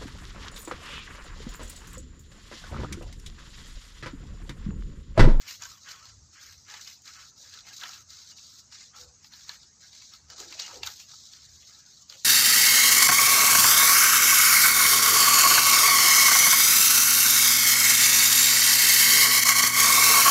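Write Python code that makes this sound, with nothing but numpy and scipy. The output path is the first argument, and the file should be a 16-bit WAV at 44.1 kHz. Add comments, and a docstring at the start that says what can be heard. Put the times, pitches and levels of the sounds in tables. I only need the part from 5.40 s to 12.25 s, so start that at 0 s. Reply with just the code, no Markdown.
"""A small monkey shuffles over loose, dry planks strewn with litter, under an open shed roof.
Claws and fur crackle as uneven noise bursts; scrapes and rocking boards are slips ringing tuned modes.
Taps are short cracks with a scattered tail and a board ring; light wind rumbles on the microphone
as lumpy low noise over a faint, steady outdoor hiss, and the recorder suppresses quiet bands."""
import sys
import numpy as np
from scipy import signal
from scipy.fft import rfft, irfft, next_fast_len
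from scipy.io import wavfile
from scipy.ndimage import uniform_filter1d

SR = 44100
rng = np.random.default_rng(int(sys.argv[2]) if len(sys.argv) > 2 else 0)


def field_ratio(decibels):
    """Amplitude ratio for a level in dB (20 dB per decade); scalars and array-likes work."""
    return 10 ** (np.asarray(decibels, dtype=float) / 20)


def file_out(sig):
    """Save sig as 16-bit WAV at sys.argv[1]."""
    # one column per channel
    cols = np.atleast_2d(sig).T
    # limit, then scale
    lim = np.clip(cols, -1, 1)
    pcm = np.round(lim * 32767).astype(np.int16)
    wavfile.write(sys.argv[1], SR, pcm)


N = 301950

# Claws and fur moving over dry litter. Each row: start in seconds, length in seconds, crackle level in dB,
# treble against crackle in dB.
MOVES = [(0.0, 0.016, -50, -15), (0.038, .04, -55, -18), (0.078, 0.05, -43, -12), (0.16, 0.039, -52.5, -19),
         (0.222, 0.12, -49.5, -13.5), (0.412, 0.06, -52.5, -23), (0.49, 0.03, -45.5, -16.5),
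         (0.546, 0.091, -54, -21), (0.651, 0.091, -53.5, -26), (0.857, 0.05, -67, -28),
         (0.936, .09, -54.5, -23), (1.014, 0.11, -51, -14), (1.143, 0.097, -56, -20),
         (1.29, 0.094, -47.5, -21), (1.411, 0.12, -48, -15.5), (1.654, 0.23, -49.5, -20.5),
         (1.981, 0.13, -50.5, -20), (2.13, 0.072, -49.5, -25), (2.266, 0.037, -48.5, -20),
         (2.334, 0.25, -46, -16.5), (2.699, 0.22, -48.5, -21.5), (2.972, 0.1, -49.5, -22),
         (3.097, .11, -50.5, -19), (3.321, 0.14, -48.5, -26), (3.568, 0.05, -48, -18),
         (3.63, .06, -58.5, -38), (3.845, 0.026, -55.5, -15), (3.934, 0.021, -49, -17.5),
         (3.996, 0.12, -51, -21), (4.108, 0.045, -51, -17), (4.176, 0.084, -55.5, -34),
         (4.414, 0.083, -51.5, -23), (4.53, 0.17, -50.5, -24), (4.733, 0.026, -51, -19),
         (4.915, 0.12, -49.5, -32), (4.994, 0.025, -43, -19), (5.08, 0.076, -46.5, -24),
         (5.2, 0.013, -36.5, -33), (5.206, 0.025, -44, -23), (5.251, 0.12, -46, -21),
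         (5.431, .025, -49, -23), (5.463, 0.0071, -41.5, -9), (5.5, 0.13, -47.5, -16),
         (5.694, .36, -48.5, -23), (6.098, 0.13, -53, -19.5), (6.25, .16, -52, -21),
         (6.464, 0.17, -53.5, -21.5), (6.7, 0.04, -50, -18), (6.774, .1, -50, -20)]
MOVE_ATTACK_DB_PER_S, MOVE_SAG_DB_PER_S, MOVE_RELEASE_DB_PER_S = 797, 8, 244
REST_CRACKLE_DB, REST_TREBLE_REL_DB = -61, -30  # small stirrings between the moves
# Feet dragging on the boards. Each row: start in seconds, length in seconds, level in dB,
# pitch of the scraped spot in Hz.
SCRAPES = [(0.0, .05, -56.5, 1900), (0.07, 0.059, -47.5, 2200), (0.22, 0.021, -49.5, 1660),
           (0.26, 0.12, -56.5, 1100), (0.47, .06, -48.5, 1570), (0.55, .15, -55, 1100),
           (0.96, .17, -54.5, 1710), (1.29, 0.093, -50, 1770), (1.38, 0.045, -57, 1740),
           (1.47, 0.04, -54, 2210), (1.67, 0.036, -52.5, 1830), (1.76, 0.076, -53.5, 1530),
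           (2.04, 0.12, -61.5, 1690), (2.135, 0.052, -55, 1640), (2.27, .06, -53, 2050),
           (2.43, .025, -43.5, 1640), (2.4, 0.027, -56, 1310), (2.48, 0.11, -53.5, 1440),
           (2.71, 0.23, -61.5, 1670), (3.03, .2, -67.5, 1410), (3.33, 0.11, -57.5, 1960),
           (3.54, 0.087, -57.5, 1260), (3.84, 0.01, -75, 2200), (3.92, 0.2, -60.5, 1730),
           (4.095, 0.038, -51.5, 1840), (4.42, 0.044, -62, 1660), (4.55, 0.094, -64, 2150),
           (4.73, 0.019, -59, 1730), (4.9, 0.099, -59, 1400), (5.0, 0.036, -52, 1420),
           (5.11, 0.036, -53.5, 1950), (5.195, 0.069, -46, 2450), (5.27, 0.085, -51, 1240),
           (5.433, 0.0057, -52.5, 2370), (5.468, 0.013, -45, 1640), (5.5, 0.066, -69, 1610),
           (5.595, 0.01, -56, 2660), (5.69, 0.036, -62.5, 1330), (5.93, 0.25, -63.5, 1770),
           (6.23, 0.0087, -61, 2940), (6.29, 0.23, -64, 1600), (6.715, 0.024, -53, 3200),
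           (6.82, .05, -65.5, 2600)]
SCRAPE_ATTACK_DB_PER_S, SCRAPE_SAG_DB_PER_S, SCRAPE_RELEASE_DB_PER_S = 617, 30, 325
# Weight rocking a loose board. Each row: start in seconds, length in seconds, level in dB,
# pitch of the board in Hz.
ROCKS = [(0.48, 0.029, -73, 860), (0.64, 0.037, -73, 714), (1.32, 0.034, -61, 837), (1.46, .03, -85, 876),
         (2.0, 0.065, -70, 555), (2.25, 0.083, -67, 766), (2.43, 0.07, -63, 740), (3.55, 0.032, -66.5, 837),
         (3.61, 0.027, -60.5, 495), (3.645, 0.077, -66.5, 495), (4.095, .06, -67, 938),
         (4.91, 0.043, -62, 676), (5.005, 0.026, -53.5, 415), (5.06, 0.064, -58.5, 335),
         (5.155, .05, -60.5, 650), (5.21, .07, -62, 837), (5.29, 0.034, -54.5, 970),
         (5.34, 0.029, -52.5, 495), (5.37, 0.047, -53.5, 407), (5.44, 0.064, -57, 880),
         (6.72, 0.053, -64.5, 560)]
ROCK_ATTACK_DB_PER_S, ROCK_SAG_DB_PER_S, ROCK_RELEASE_DB_PER_S = 608, 36, 364
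# Taps of claws and litter. Each row: start in seconds, relative level in dB, resonance of the crack in Hz,
# relative board ring in dB, pitch of the struck spot in Hz.
TAPS = [(0.0651, -38, 5300, -10, 1640), (0.084, -33.5, 5300, -5.5, 2920), (0.107, -25.5, 5570, -20, 2040),
        (0.2202, -24.5, 6200, -14.5, 1480), (0.2344, -26, 5530, -37, 2890),
        (0.2529, -29, 6260, -11.5, 1480), (0.3163, -30, 5800, -25, 1260), (0.4861, -33, 4700, -8, 2570),
        (0.6535, -31.5, 5000, -19.5, 1100), (1.28, -38.5, 4350, -29, 1730),
        (1.2985, -32, 5140, -11.5, 1620), (1.339, -34, 5630, -2, 1830), (1.4105, -27.5, 5600, -26, 1620),
        (1.474, -27.5, 4930, -17, 1850), (1.6188, -32, 6700, -32, 1370), (1.653, -50, 5300, -22, 1750),
        (1.6766, -30, 4550, -18, 1580), (1.864, -48.5, 5640, -6, 1360), (1.9772, -36.5, 5400, -27, 1330),
        (2.1387, -26, 4300, -33, 1640), (2.1871, -32.5, 3580, -42, 1470), (2.2486, -43, 6590, -11, 2070),
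        (2.4114, -27, 3620, -30, 1380), (2.4341, -24, 3350, -9, 1770), (2.4897, -27.5, 5400, -17, 1330),
        (2.5333, -30, 3950, -15, 2680), (2.7036, -34, 4630, -27, 1680), (2.9153, -37, 4800, -18, 2850),
        (2.984, -43.5, 4600, -6, 2850), (3.1023, -38, 4860, -23, 2400), (3.3223, -38.5, 5900, -9, 1760),
        (3.5615, -36, 5800, -10, 1280), (3.612, -34, 5000, -29, 1300), (3.8442, -34, 4970, -15, 2150),
        (3.935, -30.5, 4170, -19.5, 1700), (4.0919, -21.5, 4150, -19, 1650),
        (4.2305, -35.5, 4600, -18.5, 1310), (4.5297, -36, 4470, -13, 2180), (4.62, -33, 4800, -16, 2280),
        (4.736, -29, 4550, -22.5, 1320), (4.9005, -27, 5330, -16, 1570), (5, -23, 6800, -19.5, 1360),
        (5.1244, -26.5, 3870, -12, 2570), (5.192, -24, 4000, -24, 2970), (5.196, -18, 3970, -20.5, 2280),
        (5.4317, -17.5, 3730, -11, 2480), (5.463, -23.5, 7100, -18, 1320), (5.471, -16.5, 3850, -18, 1380),
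        (5.5984, -29.5, 6660, -15.5, 2640), (5.734, -45, 5750, -5.5, 1330), (5.9339, -32, 3900, -33, 1820),
        (6.2954, -34.5, 6900, -25, 1300), (6.6203, -35.5, 6900, -21, 1030), (6.6973, -26, 4400, -27, 1400),
        (6.7228, -32.5, 3400, -17, 1370)]
TAP_TAIL_DB = -8  # scattering litter against the crack, before the taps are coloured
# Nominal board modes. Each row: frequency in Hz, relative level in dB, t60 in seconds.
BOARD_MODES = [(224, -12.5, 0.066), (335, -4.5, 0.089), (407, -4.5, 0.038), (495, -2, 0.43), (555, -3, .15),
               (650, -7.5, 0.11), (740, 2, 0.076), (837, 1.5, 0.42), (938, -0.5, 0.12), (1100, -4.5, 0.18),
               (1226, -3, 0.039), (1313, 3.5, 0.058), (1480, -3, 0.078), (1640, -1.5, 0.097),
               (1850, -4, 0.022), (2099, -1, 0.038), (2308, -3.5, 0.078), (2570, 1.5, 0.037),
               (2850, 4.5, 0.13), (3055, 7.5, 0.02), (3400, 12, 0.031)]
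# Puffs of wind on the microphone. Each row: start in seconds, length in seconds, level in dB.
PUFFS = [(0.0, .06, -67.5), (0.21, 0.11, -64), (0.51, 0.036, -72), (0.72, 0.14, -57.5), (1.1, 0.082, -61.5),
         (1.7, 0.15, -69), (2.14, 0.11, -68.5), (2.59, 0.12, -65.5), (2.87, 0.024, -75), (3.25, .15, -71.5),
         (3.65, 0.06, -60.5), (3.95, 0.086, -72), (4.19, .04, -69.5), (4.85, .05, -61.5),
         (5.42, 0.043, -57), (6.06, .13, -62.5)]
PUFF_ATTACK_DB_PER_S, PUFF_RELEASE_DB_PER_S, BREEZE_DB = 165, 210, -73
# Spectra of crackle, its treble, taps, wind and outdoor hiss. Each row: frequency in Hz,
# relative density in dB per Hz.
CRACKLE_SPECTRUM = [(1650, -26.5), (2800, -21.5), (3160, -12), (3950, 0.5), (5940, -1.5), (6780, -1.5),
                    (8750, -21), (9400, -57), (10500, -59), (13600, -70), (22000, -120)]
TREBLE_SPECTRUM = [(5880, -38), (10000, -9.5), (11400, -10.5), (12300, -1), (14900, 4.5), (16000, -30)]
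TAP_SPECTRUM = [(1530, -29), (2600, -13), (3360, -10.5), (4180, -6), (6180, -7.5), (6860, -1.5),
                (9340, -29.5), (11800, -21.5), (14700, -13), (15700, 11)]
WIND_SPECTRUM = [(15, -68), (25, -26), (75, 5.5), (110, -1), (183, -20.5), (200, -46), (260, -89),
                 (440, -120)]
AIR_SPECTRUM = [(53, -41), (90, 1), (532, -12), (1290, -8.5), (2530, -15.5), (3290, -16), (4450, -2.5),
                (6580, 4.5), (8000, -9), (9310, -39), (12900, -30.5), (15000, -29), (16000, -32)]


def shuffle():
    """The same breaks give the crackle, its treble and the contact noise; slips drive the upper board modes."""
    moves = spells(MOVES, MOVE_ATTACK_DB_PER_S, MOVE_SAG_DB_PER_S, MOVE_RELEASE_DB_PER_S)
    treble_rel_db = np.array(MOVES)[:, 3:]
    crackle_gain = together(moves, REST_CRACKLE_DB)
    treble_gain = together(moves * field_ratio(treble_rel_db), REST_CRACKLE_DB + REST_TREBLE_REL_DB)
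    grain = snaps(per_s=160, spread_db=2.0, t60_s=0.05, smooth=0.81)
    crackle = crackle_gain * colour(grain, CRACKLE_SPECTRUM)
    treble = treble_gain * colour(grain, TREBLE_SPECTRUM)

    drags = spells(SCRAPES, SCRAPE_ATTACK_DB_PER_S, SCRAPE_SAG_DB_PER_S, SCRAPE_RELEASE_DB_PER_S)
    drag_gain, pitch_hz = level_and_pitch(SCRAPES, drags, rest_db=-72)
    contact_band = signal.butter(4, [1020, 3700], "band", fs=SR, output="sos")
    contact = rms_one(signal.sosfilt(contact_band, grain))
    wood = board(pitch_hz, 0.27, 1000, 4000, per_s=15, spread_db=3.5, t60_s=0.066, smooth=0.27)
    scrape = contact + field_ratio(3) * evened(wood, span_s=0.07)
    return crackle + treble + drag_gain * rms_one(scrape)


def rocking():
    """Loose boards grind on their supports and sound the lower modes; all but silent between the spells."""
    rocks = spells(ROCKS, ROCK_ATTACK_DB_PER_S, ROCK_SAG_DB_PER_S, ROCK_RELEASE_DB_PER_S)
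    gain, pitch_hz = level_and_pitch(ROCKS, rocks, rest_db=-100)
    wood = board(pitch_hz, 0.076, 200, 1050, per_s=39, spread_db=1.5, t60_s=0.092, smooth=0.91)
    return gain * evened(wood, span_s=0.043)


def taps():
    """Each tap: a crack of a few ms and a scattered tail, tinted by its own resonance, and a push on the board."""
    out = np.zeros(N + SR // 4)
    t = np.arange(SR // 4) / SR
    noise = rng.standard_normal((len(TAPS), 2, len(t)))
    crack = (1 - np.exp(-t / 0.0003)) * np.exp(-(t / 0.005) ** 3)
    scatter = (1 - np.exp(-t / 0.0076)) * field_ratio(-60 * t / 0.12)
    shape = crack + field_ratio(TAP_TAIL_DB) * scatter
    for (start_s, level_db, tint_hz, ring_db, pitch_hz), (white, push) in zip(TAPS, noise):
        broad = colour(white, TAP_SPECTRUM)
        tint = rms_one(signal.lfilter(*signal.iirpeak(tint_hz, 4.0, fs=SR), broad))
        burst = evened(broad + 0.5 * tint, span_s=0.013)
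        wood = struck_board(shape * np.sign(push), pitch_hz, size=1 + 0.067 * np.tanh(push[0]))
        body = field_ratio(-6) * shape * burst + field_ratio(ring_db + 3) * wood
        at = round(start_s * SR)
        out[at:at + len(t)] += field_ratio(level_db) * body
    return signal.sosfilt(signal.butter(3, 800, "high", fs=SR, output="sos"), out[:N])


def struck_board(push, pitch_hz, size):
    """A push rings the modes, detuned by size as no two boards are tuned alike; peak 1."""
    wood = np.zeros(len(push))
    for hz, db, t60_s in BOARD_MODES:
        if hz > 900:  # claws are too light for the low modes
            gain = field_ratio(db) * nearness(hz, pitch_hz, 0.093)
            wood += gain * ring(push, size * hz, 0.61 * t60_s)
    return wood / np.abs(wood).max()


def board(pitch_hz, reach_octaves, lowest_hz, highest_hz, **grain):
    """Modes near the pitch of the touched spot ring most; each mode meets its own slips."""
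    wood = np.zeros(N)
    for hz, db, t60_s in BOARD_MODES:
        if lowest_hz < hz < highest_hz:
            gain = field_ratio(db) * nearness(hz, pitch_hz, reach_octaves)
            wood += gain * rms_one(ring(snaps(**grain), hz, t60_s))
    return wood


def nearness(hz, pitch_hz, reach_octaves):
    """How strongly a touched spot drives a mode; far modes keep a floor of 0.21."""
    octaves = np.log2(hz / pitch_hz)
    return np.exp(-0.5 * (octaves / reach_octaves) ** 2) + 0.21


def ring(push, hz, t60_s):
    """Two-pole resonator: a unit click sets a decaying sine of starting height 1 ringing."""
    r, w = field_ratio(-60 / (t60_s * SR)), 2 * np.pi * hz / SR
    return signal.lfilter([0, np.sin(w)], [1, -2 * r * np.cos(w), r * r], push + 1e-18)


def snaps(per_s, spread_db, t60_s, smooth):
    """Random tiny breaks of uneven size, each a noise burst dying away, over a share of smooth friction."""
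    heights = field_ratio(spread_db * np.minimum(rng.exponential(1, N), 3))
    breaks = heights * (rng.random(N) < per_s / SR)
    power = signal.lfilter([1], [1, -field_ratio(-120 / (t60_s * SR))], breaks ** 2 + 1e-18)
    envelope = np.sqrt(power / power.mean() + smooth)
    return evened(envelope * rng.standard_normal(N), span_s=0.093)


def spells(rows, attack_db_per_s, sag_db_per_s, release_db_per_s):
    """Gain of each row on a 1 ms grid: rises up to its start, sags while held, then falls away."""
    start_s, length_s, db = np.transpose(rows)[:3, :, None]
    since_s = np.arange(0, N / SR + 0.002, 0.001) - start_s
    rise = attack_db_per_s * np.maximum(-since_s, 0)
    sag = sag_db_per_s * np.clip(since_s, 0, length_s)
    fall = release_db_per_s * np.maximum(since_s - length_s, 0)
    return field_ratio(np.maximum(db - (rise + sag + fall), -200))


def together(gains, rest_db):
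    """Power sum of the rows over a resting level, one value per sample."""
    total = np.sqrt(np.sum(gains ** 2, axis=0) + field_ratio(rest_db) ** 2)
    return np.interp(np.arange(N) / SR, np.arange(len(total)) / 1000, total)


def level_and_pitch(rows, gains, rest_db):
    """Gain and pitch over time; the loudest row sets the pitch."""
    hz = np.array(rows)[np.argmax(gains, axis=0), 3]
    ms = (np.arange(N) * 1000 / SR).astype(int)
    return together(gains, rest_db), hz[ms]


def rms_one(x):
    """Scales to rms 1."""
    return x / np.sqrt(np.mean(x ** 2) + 1e-20)


def evened(x, span_s):
    """Divides out the slow level, so that only the fine grain is left."""
    return x / np.sqrt(uniform_filter1d(x ** 2, int(span_s * SR)) + 1e-12)


def colour(x, spectrum):
    """Shapes a signal by a spectrum read on a log-frequency axis; rms 1."""
    size = next_fast_len(len(x))
    hz = np.maximum(np.arange(size // 2 + 1) * SR / size, 1)
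    point_hz, point_db = np.array(spectrum).T
    gain = field_ratio(np.interp(np.log(hz), np.log(point_hz), point_db))
    return rms_one(irfft(rfft(x, size) * gain, size)[:len(x)])


def wind():
    """Lumpy low noise on the microphone: a breeze with puffs."""
    puffs = spells(PUFFS, PUFF_ATTACK_DB_PER_S, 0, PUFF_RELEASE_DB_PER_S)
    rumble = colour(rng.standard_normal(N), WIND_SPECTRUM)
    return together(puffs, BREEZE_DB) * evened(rumble, span_s=0.074)


def outdoor_air():
    """Faint outdoor hiss: steady coloured noise."""
    return field_ratio(-54) * colour(rng.standard_normal(N), AIR_SPECTRUM)


def scene():
    """All sources, one channel."""
    mix = shuffle() + rocking() + taps() + wind() + outdoor_air()
    return mix[None]


def suppress(x, over_db, most_db, from_hz):
    """Noise suppressor: a band near its own quiet level is turned down, frame by frame."""
    hz, _, z = signal.stft(x, SR, nperseg=1024)
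    power = uniform_filter1d(np.abs(z) ** 2, size=5, axis=0)  # over bands
    power = uniform_filter1d(power, size=3, axis=1) + 1e-20  # over frames
    quiet = np.percentile(power, 20, axis=1, keepdims=True)
    gain = np.clip(1 - field_ratio(over_db) * quiet / power, field_ratio(most_db), 1)
    gain[hz < from_hz] = 1
    return signal.istft(z * gain, SR, nperseg=1024)[1][:N]


def roll_off(x):
    """The treble ends steeply here."""
    return signal.sosfilt(signal.butter(12, 16590, fs=SR, output="sos"), x)


def record(dry):
    """Noise suppressor, then a steep 15.9 kHz band limit."""
    clean = suppress(dry[0], over_db=-6, most_db=-9, from_hz=300)
    band_limit = signal.cheby2(12, 60, 15900, fs=SR, output="sos")
    mix = signal.sosfilt(band_limit, clean)[None]
    return roll_off(mix)


dry = scene()
out = record(dry)
file_out(out)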